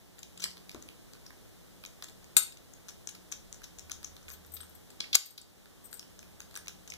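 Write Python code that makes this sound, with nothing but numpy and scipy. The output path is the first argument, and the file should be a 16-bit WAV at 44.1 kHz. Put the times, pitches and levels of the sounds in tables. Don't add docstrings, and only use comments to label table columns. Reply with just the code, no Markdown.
import sys
import numpy as np
from scipy import signal
from scipy.fft import rfft, irfft
from scipy.io import wavfile
from scipy.ndimage import uniform_filter1d

SR = 44100
rng = np.random.default_rng(int(sys.argv[2]) if len(sys.argv) > 2 else 0)


def log_audio(samples):
    frames = np.atleast_2d(samples).T
    limited = np.clip(frames, -1, 1)
    pcm = np.round(limited * 32767).astype(np.int16)
    wavfile.write(sys.argv[1], SR, pcm)


N = 307655


def amp(db):
    return 10 ** (np.asarray(db) / 20)


def curve_at(points, hz):
    f, value = np.transpose(points)
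    return np.interp(np.log(hz + 1), np.log(f + 1), value)


def add(mix, start_s, sound):
    part = mix[round(start_s * SR):][:len(sound)]
    part += sound[:len(part)]


def unit_rms(x):
    return x / np.sqrt(np.mean(x ** 2) + 1e-20)


def resonance(x, hz, width_hz):
    b, a = signal.iirpeak(hz, hz / width_hz, SR)
    return signal.lfilter(b, a, signal.lfilter(b, a, x))


def free_vibration(modes, spread_db):
    hz, db, t60 = np.transpose(modes)[:, :, None]
    t = np.arange(SR // 8) / SR
    envelope = amp(db + spread_db * rng.standard_normal(hz.shape) - 60 * t / t60)
    return envelope * np.sin(2 * np.pi * (hz * t + rng.random(hz.shape)))


def hiss():
    # f/Hz, level/dB in a 1 Hz band
    density = [(15, -110), (28, -100), (50, -82), (80, -83), (180, -84), (400, -88), (700, -94.5),
               (1000, -99), (2200, -101), (4000, -101), (7000, -102), (10000, -104), (15200, -105),
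               (15700, -125)]
    white = rfft(rng.standard_normal((2, N)))
    return irfft(white * amp(curve_at(density, np.fft.rfftfreq(N, 1 / SR))) * np.sqrt(SR / 2), N)


def rumble():
    # t/s, level/dB
    swell = [(0, -86), (.76, -68), (3.2, -71), (3.4, -61.5), (4.26, -63), (4.53, -75), (5.4, -75),
             (6.51, -69), (6.98, -72)]
    deep = unit_rms(resonance(rng.standard_normal((2, N)), hz=37, width_hz=25))
    return amp(np.interp(np.arange(N) / SR, *np.transpose(swell))) * deep


def hum():
    # t/s, lower tone level/dB, upper tone level/dB
    swells = [(0, -80, -69), (.35, -81, -62), (.6, -86, -61.5), (.76, -64, -66), (1.14, -83, -76),
              (2.0, -85, -71), (2.2, -69, -65), (2.58, -80, -80), (2.93, -68, -64.5), (3.7, -69.5, -69),
              (3.85, -60, -70.5), (4.41, -55.5, -65.5), (4.75, -64, -72.5), (5.07, -69, -78),
              (5.27, -84, -82), (6.1, -74, -67.5), (6.55, -63, -65.5), (6.8, -71, -57.5), (6.98, -61, -66)]
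    # f/Hz, bandwidth/Hz
    bands = [(81, 9), (182, 10)]
    times, *levels = np.transpose(swells)
    t, noise = np.arange(N) / SR, rng.standard_normal((2, N))
    tones = [unit_rms(resonance(x, *band)) for x, band in zip(noise, bands)]
    return sum(amp(np.interp(t, times, db)) * tone for db, tone in zip(levels, tones))


def reverberation(x):
    # f/Hz, T60/s
    decay = [(300, 0.37), (1500, 0.28), (4000, 0.32), (8000, 0.25), (14000, 0.23)]
    reflections = np.zeros((2, SR // 2))
    slots = np.arange(320, SR // 2 - 20, 20)
    arrivals = slots + rng.integers(0, 20, (2, len(slots)))
    np.put_along_axis(reflections, arrivals, rng.choice([-1., 1.], arrivals.shape), axis=1)
    hz, t, spectra = signal.stft(reflections, SR, nperseg=128)
    tail = signal.istft(spectra * amp(-60 * t / curve_at(decay, hz)[:, None]), SR, nperseg=128)[1]
    return signal.fftconvolve(x[None], tail / np.linalg.norm(tail[0]), axes=1)[:, :N]


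def thuds():
    # t/s, level/dB, f/Hz, T60/s
    knocks = [(0.747, -31.5, 337, 0.03), (0.759, -41, 248, 0.084), (0.859, -49, 302, .05),
              (.439, -42.5, 403, 0.032), (2.367, -39, 467, 0.02), (5.004, -44.5, 296, 0.018),
              (5.152, -32.5, 497, 0.029)]
    out, t = np.zeros(N), np.arange(SR // 8) / SR
    for start, db, hz, t60 in knocks:
        noise = unit_rms(resonance(rng.standard_normal(len(t)), 0.3 * hz, width_hz=660))
        add(out, start, amp(db - 60 * t / t60) * (np.sin(2 * np.pi * hz * t) + .5 * noise))
    return out


def loose_keys():
    # t/s, level/dB, relative level/dB of the middle and of the top cluster
    chinks = [(4.292, -55, 2, 7), (4.313, -54, 11, 10), (4.3296, -52.5, 3, 4), (4.461, -59, -1, 6),
              (4.5181, -49, -3, -1), (4.5376, -42, -3, 7.5), (4.555, -46, -2, 3), (4.6073, -44, -7, -15),
              (4.63, -59, 1, 10), (4.6926, -60, 6, -10), (4.7496, -55.5, 6, 3.5), (5.256, -42, 3, 5),
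              (5.305, -45, -6, -4), (5.84, -46, -1.5, -7), (5.8538, -50, -3, 2), (5.91, -52, 5, -6),
              (5.9284, -49, 3, -14), (5.9386, -40.5, -11, -4), (5.97, -47, -6, -21)]
    # f/Hz, level/dB, T60/s
    key_modes = [(8130, -6, .07), (8250, -2, .08), (8340, 0, .08), (11700, 0, .07), (11890, -4, .06),
                 (12060, -4, .06), (13240, -3, .07), (13400, -6, .06), (13560, 0, .07)]
    out = np.zeros(N)
    for start, db, middle_db, top_db in chinks:
        cluster_gain = amp(db + np.repeat([0, middle_db, top_db], 3))[:, None]
        modes = cluster_gain * free_vibration(key_modes, spread_db=3.)
        rattle = unit_rms(uniform_filter1d(rng.standard_normal(modes.shape), 70))
        chink = (modes * (1 + .9 * rattle)).sum(0)
        attack = 1 - np.exp(-np.arange(len(chink)) / 63.0)
        add(out, start, chink * attack)
    return out


def contact(db, ms, hz, knock_db, clack_db, edge_db, ring_db):
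    # f/Hz, level/dB, T60/s
    body_modes = [(3850, -8, .05), (4460, -2, .07), (4850, -5, .07), (5400, -10, .05), (7120, -5, .08),
                  (7370, -4, .08), (7730, -9, .09), (8000, -7, .08), (8470, -4, .08), (9740, -8, .06),
                  (11400, -5, .08), (11580, -5, .08), (12750, -1, .09)]
    t, length_s = np.arange(1024) / SR, max(ms, .3) / 1000
    impacts = rng.standard_normal(len(t)) * amp(3.95 * rng.exponential(1, len(t)))
    attack = 1 - np.exp(-t / (0.12 * length_s))
    chatter = impacts * np.exp(-(t / length_s) ** 1.13) * attack
    onset = slice(0, round(ms * SR / 1000) + 20)
    # f/Hz, bandwidth/Hz, relative level/dB
    bands = [(hz, 1700, 0), (1537, 1000, knock_db), (4230, 3400, clack_db), (11270, 3200, edge_db)]
    click = np.zeros(len(t))
    for centre_hz, width_hz, band_db in bands:
        layer = resonance(chatter, centre_hz, width_hz)
        click += amp(db + band_db) * layer / layer[onset].std()
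    body = free_vibration(body_modes, spread_db=2.).sum(0)
    out = amp(ring_db) * signal.fftconvolve(click, body)
    add(out, 0, click)
    return out


def pin_and_key_ticks():
    # t/s, level/dB, chatter length/ms, part f/Hz, relative level/dB of knock and of clack
    ticks = [(0.1836, -57, 2.3, 4120, 1, 1), (.19, -42, 3, 7300, -17, -8), (0.2304, -42, 2.7, 6100, -20, 2),
             (.3748, -45, 3.4, 6700, -17, 0), (0.3967, -51, 6.9, 7400, -5.5, 3),
             (0.4033, -40, 3.8, 6070, -28, -8), (.4175, -44.5, 11, 5850, -10.5, 3),
             (.429, -44, 8.8, 7100, -8, 2), (0.4545, -47, 2.1, 7900, -1, -13),
             (0.464, -53, 9.3, 4860, -30, -8), (0.4755, -61, 21, 4800, -17, -5.5),
             (.5036, -57, 12, 4960, -24, -1), (0.569, -53.5, 3.6, 3800, -6, -4),
             (0.579, -55, 1.2, 4070, -17, 3), (.6936, -48.5, 1.16, 3600, -19, 5),
             (0.7145, -48, 1.7, 5400, -21, -3), (0.746, -49.5, 0.91, 6000, -18, 7),
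             (0.8238, -42, 2.1, 6360, -17, -6.5), (0.8885, -49, 0.32, 3400, -12.5, 7),
             (1.1348, -49.5, 0.66, 6050, -7, 6.5), (1.1509, -59, 2.3, 2620, -1, 1),
             (1.2637, -45, 2.6, 5270, -13, -16), (1.305, -58, 0.84, 3320, 8, -11),
             (1.8375, -45.5, 2.3, 3070, -6, -16), (1.8508, -47, 0.78, 3460, -2, 7),
             (1.86, -39.5, 2.5, 6600, -27, -10), (2.0225, -55, 6.7, 4140, 6, 12.5),
             (2.0363, -41.5, 4.4, 6840, -16, -14), (2.0418, -44, 2.1, 7260, -30, 2),
             (2.0832, -53, 3.4, 7100, -10, 3.5), (2.096, -50.5, 3.3, 7240, -10, -11),
             (2.243, -53.5, 2.2, 6130, -8, 0), (2.5217, -54.5, 5.2, 7560, -10, 3.5),
             (2.571, -49.5, 1.5, 6350, -28, -1), (2.736, -44.5, 2.1, 6400, -17, -14),
             (2.8847, -39.5, 0.53, 5900, -8, -0.5), (2.8889, -42.5, 5.7, 5700, -15, -3.5),
             (2.905, -53, 4.1, 8750, -9, -7), (3.0723, -30, 1.8, 6300, -22.5, -11),
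             (3.0894, -40, 2.8, 6300, -12.5, -1.5), (3.0946, -43, 2.4, 9000, -20, -7),
             (3.1487, -55.5, 4.5, 2610, -4, 7), (3.315, -39, 9.1, 6600, -16, -24),
             (3.3225, -33, 2.8, 5850, -18, -2.5), (3.5271, -33, 0.62, 6100, -29, -7.5),
             (3.543, -47, 3, 6300, -15, -9), (3.617, -60, 5.1, 2560, 5, -1),
             (3.6334, -56, 3.7, 6040, -6, 4), (3.64, -44, 5.7, 5800, -14, -1),
             (3.785, -41.5, 3, 6200, -18, -6), (3.7929, -38.5, 2.2, 6370, -24, -8.5),
             (3.897, -48, 2.5, 2530, -3, 0), (3.9095, -48, 3.9, 6250, -9, 2),
             (3.916, -29.5, 2.7, 6070, -20, -5), (4.0272, -54, 11, 8500, -6, 0),
             (4.039, -54.5, 6.2, 5940, -4, 5), (4.0449, -32, 2.3, 6080, -20, -12),
             (4.1656, -51, 2.5, 3580, -7, -1), (4.228, -55, 2, 6200, -11, -13),
             (4.282, -45.5, 1.9, 3270, -10, -8), (4.2859, -46.5, 3.4, 6900, -6.5, -9),
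             (4.3015, -43.5, 0.96, 6100, -12, 1), (4.3065, -51, 13, 6330, -8.5, -19),
             (4.335, -56, 6.5, 6500, -13, 3), (4.448, -53.5, 1.2, 6200, -7, 1),
             (4.5659, -48, 5.4, 3870, -9.5, -7), (4.603, -51.5, 4.5, 3360, -2, -4),
             (4.63, -59, 4.6, 3560, 1.5, 0), (4.902, -51, 4.8, 7500, -14, -3),
             (5.038, -49, 6, 2510, -32, -19), (5.3773, -45.5, 5.3, 4060, -10, 4.5),
             (5.4137, -42, 3, 7600, -25, -18), (5.419, -51, 2.1, 4700, -20, -11),
             (5.657, -57, 2, 3640, 2, -4), (5.927, -40, 2.2, 7200, -9.5, -2),
             (5.994, -37.5, 2.4, 5650, -20, -6.5), (6.028, -51, 1.9, 3290, -8, -10),
             (6.191, -44.5, 3.1, 5900, -13, -5.5), (6.2282, -52.5, 1.7, 2550, -7, -3),
             (6.399, -50, 1.1, 7230, -13, -12), (6.4033, -35.5, 1.2, 6500, -11, -5),
             (6.4185, -51.5, 1.4, 5000, -8, -4), (6.51, -54, 2.5, 7000, -7, 2),
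             (6.5417, -50.5, 3.3, 7060, -3.5, 1), (6.553, -41.5, 5.3, 8400, -17, -3),
             (6.561, -36, 2.7, 6150, -7.5, -6), (6.5726, -37.5, 3, 9200, -12.5, -7),
             (6.659, -52, 3.6, 6240, -6, -3), (6.6717, -44, 0.53, 3260, -9, -13),
             (6.6819, -33, 1.4, 6020, -15.5, -1.5), (6.6846, -50, 5.2, 5200, -19, -9),
             (6.6936, -51, 0.91, 3800, -2, -10), (6.8765, -42, 0.66, 5970, -16, 0),
             (6.88, -47, 1.7, 6200, -11, -3), (6.9007, -36.5, 3.2, 6140, -48, -11),
             (6.9203, -44, 2.4, 2760, -24, -24), (6.9366, -47.5, 2.7, 6000, -6, 5)]
    pin_hz, pin_spread_hz, pin_edge_db = 6250, 1000, -6
    rebound_range_s, rebound_db = (0.011, 0.024), -21.5
    ring_db = -50.5
    out = np.zeros(N)
    for start, db, ms, hz, knock_db, clack_db in ticks:
        combined_db = 10 * np.log10(amp(knock_db) ** 2 + amp(clack_db) ** 2)
        edge_db = 0.65 * combined_db - 1
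        edge_db += pin_edge_db * np.exp(-((hz - pin_hz) / pin_spread_hz) ** 2)
        for delay, gain_db in ((0, 0), (rng.uniform(*rebound_range_s), rebound_db)):
            add(out, start + delay, contact(db + gain_db, ms, hz, knock_db, clack_db, edge_db, ring_db))
    return out


def shackle():
    # t/s, level/dB, chatter length/ms, part f/Hz,
    # relative level/dB of knock, clack and bright edge, gain/dB of the body's ring
    blows = [(0.4346, -45, 1.7, 8400, -26, 3, -7, -47), (0.4397, -23, 2.1, 8000, -40, -1, -11, -43),
             (0.4437, -38.5, 2.6, 4370, -16, -7, 0, -50),
             (2.3666, -10.5, 2.7, 8030, -18, -5.5, -3.5, -34.5),
             (2.3718, -23.5, 7.4, 6340, -14.5, -7.5, -2, -30.5),
             (5.0035, -43.5, 3.14, 4060, -3, 15.5, -10, -56), (5.1293, -40.5, 8.1, 3880, -10, 11, -2, -42),
             (5.1438, -27, 13, 4900, -29, 0, -7, -65), (5.1498, -20.5, 5.7, 6600, -18.5, -4.5, -16, -64),
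             (5.165, -25.5, 6.4, 7040, -9.5, 4, -1, -47), (5.1527, -10, 2.6, 6600, -19, -3.5, -4, -47)]
    out = np.zeros(N)
    for start, *blow in blows:
        add(out, start, contact(*blow))
    return out


def scene():
    # f/Hz, relative level/dB
    shadow = [(300, -4), (1200, -7.5), (2400, 9), (3300, -6.5), (3900, -32.5), (4700, 4), (6000, -12),
              (7000, -31.5), (9000, -10), (15000, -19)]
    # f/Hz, delay/ms
    far_delay = [(600, .15), (2100, .156), (3000, .215), (3600, .218), (4200, .356), (6600, .354),
                 (7500, .395), (15000, .385)]
    room_left_db, room_right_db = -9, -4.5
    reflected_shadow = 0.61
    near = pin_and_key_ticks() + shackle() + loose_keys() + thuds()
    hz = np.fft.rfftfreq(N, 1 / SR)
    shadow_db = curve_at(shadow, hz)
    lag = np.exp(-2j * np.pi * hz * curve_at(far_delay, hz) / 1000)
    far = irfft(rfft(near) * amp(shadow_db) * lag, N)
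    room_left, room_right = amp([room_left_db, room_right_db])[:, None] * reverberation(near)
    room_right = irfft(rfft(room_right) * amp(reflected_shadow * shadow_db), N)
    return np.array([near + room_left, far + room_right]) + hiss() + hum() + rumble()


def record(dry):
    # f/Hz, amplitude ratio
    cross_gain = [(40, 0.42), (300, 0.68), (1200, 0.68), (3700, 0.62), (4800, 0.24), (6300, 0.22),
                  (9000, 0.084), (14500, 0.033)]
    # f/Hz, delay/ms
    cross_delay = [(40, .408), (1200, .408), (2550, .393), (3700, .405), (4700, .426), (6300, .4),
                   (8000, .39), (14500, .385)]
    start_db, rise_s = -2, 0.31
    dips, recovery_s = [(2.385, -1.5), (5.161, -11.5)], 0.27
    hz, t = np.fft.rfftfreq(N, 1 / SR), np.arange(N) / SR
    crosstalk = curve_at(cross_gain, hz) * np.exp(-2j * np.pi * hz * curve_at(cross_delay, hz) / 1000)
    spectra = rfft(dry)
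    wide = irfft(spectra - crosstalk * spectra[::-1], N)
    rise_db = start_db * np.exp(-(t / rise_s) ** 2)
    dips_db = sum(db * (t > start) * np.exp(-abs(t - start) / recovery_s) for start, db in dips)
    gain = amp(rise_db + uniform_filter1d(dips_db, size=256))
    clipped = np.clip(wide * gain, -.9, .9)
    low_pass = signal.firwin(511, cutoff=16500, window=("kaiser", 9), fs=SR)
    return signal.oaconvolve(clipped, low_pass[None], "same")


dry = scene()
out = record(dry)
log_audio(out)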